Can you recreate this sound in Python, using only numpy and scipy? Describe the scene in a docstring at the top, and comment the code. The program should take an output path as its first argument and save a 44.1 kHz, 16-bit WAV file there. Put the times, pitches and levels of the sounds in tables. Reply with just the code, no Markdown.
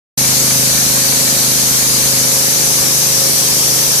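"""A loud, steady hiss of rushing air: a mist sprayer on a vehicle runs close by, outdoors at night.
Its nozzles hiss over the roar of the blowers, whose spinning blades add a fan tone and a thin whine.
Underneath, a one-cylinder engine thumps and shakes a loose metal part; a jolt knocks the bodywork once.
The hiss changes colour as the microphone tilts up, and it is loud enough to have its peaks squashed."""
import sys
import numpy as np
from scipy import signal
from scipy.fft import rfft, irfft
from scipy.io import wavfile
from scipy.ndimage import uniform_filter1d

SR = 44100
rng = np.random.default_rng(int(sys.argv[2]) if len(sys.argv) > 2 else 0)


def int16_out(signal):
    """Quantize to a 16-bit WAV file."""
    q = np.round(np.clip(np.atleast_2d(signal).T, -1, 1) * 32767)
    wavfile.write(sys.argv[1], SR, q.astype(np.int16))


N = 176400
TIME = np.arange(N) / SR
RIGHT_LATE_S = .00029


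def amp(db):
    """Turns decibels into a number to multiply by."""
    return 10 ** (np.asarray(db) / 20)


def evened(x):
    """Scales a signal to an average power of 1."""
    return x / np.sqrt(np.mean(x ** 2) + 1e-20)


def along(table):
    """Reads a (time, value) table at every sample."""
    return np.interp(TIME, *np.transpose(table))


def across(table, hz):
    """Reads each column of a frequency table at the given frequencies."""
    known_hz, *columns = np.transpose(table)
    return np.array([np.interp(np.log(hz + 1), np.log(known_hz + 1), c) for c in columns])


def drift(rate_hz):
    """A slow random wobble, about 1 in size, up to the given rate."""
    hz = np.fft.rfftfreq(2048, N / SR / 1024)
    slow = evened(irfft(rfft(rng.standard_normal(2048)) / (1 + (hz / rate_hz) ** 4)))
    return np.interp(np.arange(N) * 1024 / N, np.arange(2048), slow)


def from_left(x, right_db):
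    """A sound on the left reaches the right channel later and weaker."""
    late = np.exp(-2j * np.pi * np.fft.rfftfreq(N, 1 / SR) * RIGHT_LATE_S)
    return np.array([x, amp(right_db) * irfft(rfft(x) * late, N)])


def ring(notes, t):
    """Struck metal rings with a few notes, each fading by 60 dB in its ring time."""
    return sum(amp(db) * np.exp(-np.log(1000) * t / ring_s) * np.sin(2 * np.pi * hz * t)
               for hz, db, ring_s in notes)


# notes of the bodywork: (pitch [Hz], relative level [dB], ring time [s])
BODY_NOTES = [(215, -4, .15), (300, -1, .15), (375, 0, .14)]

def jolt(at_s=.407, rise_s=.006, level_db=-21):
    """A jolt gives the bodywork one dull knock."""
    t = np.maximum(TIME - at_s, 0)
    rise = 1 - np.exp(-t / rise_s)
    return from_left(amp(level_db) * rise * ring(BODY_NOTES, t), right_db=-2.5)


# notes of the loose part: (pitch [Hz], relative level [dB], ring time [s])
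METAL_NOTES = [(1560, -7, .06), (1800, -5, .06), (2300, 0, .08), (4150, -2, .04), (4500, -2, .04)]
# its clearest clinks: (time [s], knock strength [dB])
CLEAR_CLINKS = [(.245, -20), (.508, -19), (.745, -21), (.778, -18), (.9, -20), (1.05, -20), (1.123, -18),
                (1.275, -20)]

def rattle(cycles, chance=.3, knock_db=-28, spread_db=.8, right_db=-2):
    """Now and then the engine knocks a loose metal part, which rings briefly."""
    firing = np.diff(np.floor(cycles), prepend=np.floor(cycles[0])) > 0
    knocks = firing * (rng.random(N) < chance) * amp(knock_db)
    for at_s, db in CLEAR_CLINKS:
        knocks[round(at_s * SR)] += amp(db)
    t = TIME[:SR // 10]
    clinks = sum(signal.oaconvolve(knocks * amp(spread_db * drift(18)), ring([note], t))[:N]
                 for note in METAL_NOTES)
    return np.array([clinks, amp(right_db) * clinks])


def blade_tone(hz, waver, level_db, right_db, flutter_db):
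    """Spinning blades sing one tone that wavers a little in pitch and loudness."""
    cycles = np.cumsum(hz * (1 + waver * drift(9.6))) / SR
    loudness = np.sqrt(2) * amp(level_db + flutter_db * drift(10))
    return from_left(loudness * np.sin(2 * np.pi * cycles), right_db)


# loudness of the fan tone: (time [s], level [dB])
FAN_LOUDNESS = [(.2, -29.3), (1.45, -29), (1.75, -33.5), (2.35, -27), (2.7, -30), (3.25, -26),
                (3.45, -31.5), (3.7, -29), (4, -32.5)]

def blower_tones():
    """The blowers' blades make a fan tone that swells and dips, and a thin whine."""
    fan = blade_tone(hz=544.8, waver=.0008, level_db=along(FAN_LOUDNESS), right_db=-3.5, flutter_db=1.3)
    whine = blade_tone(hz=4894, waver=.0005, level_db=-27.5, right_db=-14, flutter_db=2.5)
    return fan + whine


# how fast the engine runs: (time [s], speed [firings per second])
ENGINE_SPEED = [(0.2, 26.19), (0.5, 26.16), (1.0, 26.04), (1.5, 25.97), (2.0, 25.88), (2.5, 25.89),
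                (3.0, 25.79), (3.5, 25.81), (4.0, 25.94)]

def engine_cycles(jitter=.0007, one_firing_at_s=1.0952):
    """Counts the engine's slightly unsteady cycles; it fires at each whole number."""
    cycles = np.cumsum(along(ENGINE_SPEED) * (1 + jitter * drift(6))) / SR
    return cycles - np.interp(one_firing_at_s, TIME, cycles)


# rise and fall of the engine's loudness: (time [s], level change [dB])
ENGINE_SWELL = [(.2, 1.2), (.45, 2.2), (.75, 1.2), (1, -.3), (2, -.4), (3, -1), (4, -.7)]

def engine_swell_db():
    """The engine is a little louder early on, then settles."""
    return along(ENGINE_SWELL)


# puff of gas after each firing: (frequency [Hz], relative level [dB])
PUFF_COLOUR = [(50, -74), (140, -60.5), (260, -64), (500, -72.5), (1200, -79)]
# clatter of the moving parts: (frequency [Hz], relative level [dB])
CLATTER_COLOUR = [(300, -76), (600, -56.5), (1100, -57), (2300, -54.5), (3500, -63.5), (7000, -88)]

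def puffs_and_clatter(cycles, clatter_lead_cycles=.35):
    """Two bursts of noise in every cycle: parts clatter before the thump, and gas puffs after it."""
    def bursts(count, colour, level_db, right_db, fade_cycles):
        fade = np.exp(-(count % 1) / fade_cycles)
        noise = evened(fade * rng.standard_normal(N)) * amp(engine_swell_db())
        gains = amp(across(colour, np.fft.rfftfreq(N, 1 / SR))[0] + level_db)
        return from_left(np.sqrt(SR / 2) * irfft(rfft(noise) * gains, N), right_db)

    puffs = bursts(cycles, PUFF_COLOUR, level_db=-2, right_db=-1, fade_cycles=.83)
    early = cycles + clatter_lead_cycles
    return puffs + bursts(early, CLATTER_COLOUR, level_db=-3.5, right_db=-5.5, fade_cycles=.85)


# where the microphone points: (time [s], tilt from its average position [share of the whole move])
MIC_TILT = [(0, -.45), (1.2, -.45), (2.25, -.25), (2.6, .3), (3.0, .65), (3.4, .7), (4, .6)]

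def tilt():
    """The microphone tilts up, which changes the colour of the exhaust and the air."""
    return along(MIC_TILT)


# tones in the thump: (pitch [times the firing rate], relative level [dB], change per unit of tilt [dB])
EXHAUST_TONES = [(1, -29, 0), (2, -15.5, -1.5), (3, -14.3, 0), (4, -14, -4.5), (5, 0, -1), (6, -5, 2),
                 (7, -7.3, -1), (8, -8.3, -3), (9, -13.5, -13), (10, -4, -2.5), (11, -15.5, -9),
                 (12, -14.5, 3), (13, -11, .5), (14, -17.5, 5), (15, -17, 0), (16, -9.5, 2), (17, -19, 3),
                 (18, -8.3, 1), (19, -18, 0), (20, -21, 0)]

def exhaust(cycles, count=40, first_high=9, level_db=-26.5, echo_s=.0128, echo_share=.7):
    """Each firing rings the silencer; echoes off hard surfaces nearby fill the gaps between thumps."""
    multiples = np.arange(1, count + 1)
    _, db, tilt_db = np.transpose(EXHAUST_TONES)
    extra = np.arange(count - len(db))  # weak tones above the table
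    db, tilt_db = np.r_[db, -17 - .3 * extra], np.r_[tilt_db, 0 * extra]
    # line the tones up so that each thump starts sharply and then dies away
    phase = -signal.hilbert(np.log(amp(np.r_[db[0], db, db[-2::-1]]))).imag[1:count + 1]
    # echoes shift each tone's timing, and scattering blurs the high ones
    delay = np.exp(-2j * np.pi * multiples * along(ENGINE_SPEED).mean() * echo_s)
    phase += np.angle((echo_share + delay) / (1 + echo_share * delay))
    phase += .8 * (multiples >= first_high) * rng.standard_normal(count)
    swell_db, tilted = engine_swell_db(), tilt()
    thumps = np.zeros(N)
    for i, k in enumerate(multiples):
        tone_db = db[i] + tilt_db[i] * tilted + swell_db * (k < first_high) + .8 * drift(2.8)
        thumps += amp(tone_db) * np.cos(2 * np.pi * k * cycles + phase[i])
    uneven_db = .7 * drift(15)  # firings vary in strength
    return from_left(np.sqrt(2) * thumps * amp(level_db + uneven_db), right_db=-2.5)


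def flicker(frames, bands):
    """Random louder and softer patches, about 10 frames long and 5 frequency bands wide."""
    smooth_in_time = uniform_filter1d(rng.standard_normal((frames, bands)), size=10, axis=0, mode="wrap")
    return evened(uniform_filter1d(smooth_in_time, size=5, axis=1))


# low blower roar and high nozzle hiss: (frequency [Hz], left and right relative level [dB])
AIR_COLOUR = [(15, -71.2, -75.2), (40, -64.8, -64.7), (90, -62.5, -62.5), (140, -60.9, -61.1),
              (250, -61.5, -61.5), (400, -61.4, -62.8), (620, -61.5, -63.5), (850, -60.1, -61.4),
              (1200, -60.0, -62.3), (1480, -60.9, -66.0), (1750, -57.7, -62.6), (2000, -61.0, -65.0),
              (2250, -59.5, -61.4), (2600, -61.2, -64.4), (3400, -59.2, -60.4), (4100, -53.1, -55.9),
              (4600, -50.8, -54.2), (5100, -50.9, -55.1), (5900, -50.8, -56.8), (6400, -50.9, -56.1),
              (7500, -52.4, -55.1), (7850, -51.0, -51.8), (8300, -54.0, -54.0), (9700, -57.4, -49.9),
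              (11500, -61.3, -51.1), (11950, -60.4, -49.6), (12300, -62.8, -51.4), (13100, -65.0, -51.8),
              (14400, -64.3, -55.5)]
# what one unit of tilt does to that colour: (frequency [Hz], left change [dB], right change [dB])
TILT_COLOUR = [(130, -.5, -.5), (230, -.5, -.5), (380, 2.2, 2.2), (520, .8, .5), (700, 1.5, .8),
               (1800, -1, -1.5), (3300, 1.3, -.5), (3750, 0, -.5), (4250, -3.6, -.4), (4800, .3, -.2),
               (5600, 1.3, .3), (6800, -.2, .2), (9000, .3, -.4), (11000, 2.3, .3), (12100, 0, 0),
               (13400, 8.5, -.3), (14400, 3, .3)]
# how alike the air sounds on both sides: (frequency [Hz], likeness [0 to 1])
LIKENESS = [(30, 0.4), (150, 0.16), (500, 0.86), (1100, 0.05), (1700, 0.04), (2500, 0.1), (14000, 0)]
# the nearest jet's strongest hiss, sinking as the microphone moves: (time [s], frequency [Hz])
JET_PITCH = [(.2, 6260), (.5, 6160), (1.2, 6180), (2.1, 6260), (2.5, 6100), (3.2, 5980), (4, 5850)]

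def rushing_air(boost_db=2.5, flicker_db=1.7, jet_db=6, jet_width_hz=540, size=1024):
    """Swirling air roars from the blowers and hisses from the nozzles; the nearest jet is on the left."""
    hop = size // 4  # the noise is built in short, overlapping frames
    frames, hz = N // hop + 5, np.fft.rfftfreq(size, 1 / SR)
    at = np.minimum(np.arange(frames) * hop, N - 1)
    real, imaginary = rng.standard_normal((2, 2, frames, len(hz))).swapaxes(0, 1)
    left, separate = real + 1j * imaginary
    alike = np.clip(across(LIKENESS, hz), 0, 1)
    right = alike * left * np.exp(-2j * np.pi * hz * RIGHT_LATE_S) + np.sqrt(1 - alike ** 2) * separate
    from_peak = (hz - along(JET_PITCH)[at, None]) / jet_width_hz
    left = left * amp(jet_db * np.exp(-.5 * from_peak ** 2))
    db = across(AIR_COLOUR, hz)[:, None] + across(TILT_COLOUR, hz)[:, None] * tilt()[at, None]
    db = db + flicker_db * flicker(frames, len(hz)) + boost_db
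    spectra = np.array([left.T, right.T]) * amp(db).swapaxes(1, 2)
    noise = signal.istft(spectra, nperseg=size, noverlap=size - hop)[1][:, :N]
    return np.sqrt(1.5 * SR / size) * noise


def scene():
    """The engine and the blower tones sit under the rushing air."""
    cycles = engine_cycles()
    background = puffs_and_clatter(cycles) + blower_tones() + jolt()
    return rushing_air() + exhaust(cycles) + rattle(cycles) + background


def record(dry, start_s=.1745, fade_in_s=.005, ceiling=.56, low_cut_hz=29, high_cut_hz=14520):
    """Starts after a short silence, rounds off loud peaks and trims the deepest and highest sound."""
    fade_in = np.clip((TIME - start_s) / fade_in_s, 0, 1)
    rounded = ceiling * np.tanh(dry * fade_in / ceiling)
    low_cut = signal.butter(2, low_cut_hz, "highpass", fs=SR, output="sos")
    high_cut = signal.firwin(1023, high_cut_hz, window=("kaiser", 9), fs=SR)
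    return signal.oaconvolve(signal.sosfilt(low_cut, rounded), high_cut[None], "same")


dry = scene()
out = record(dry)
int16_out(out)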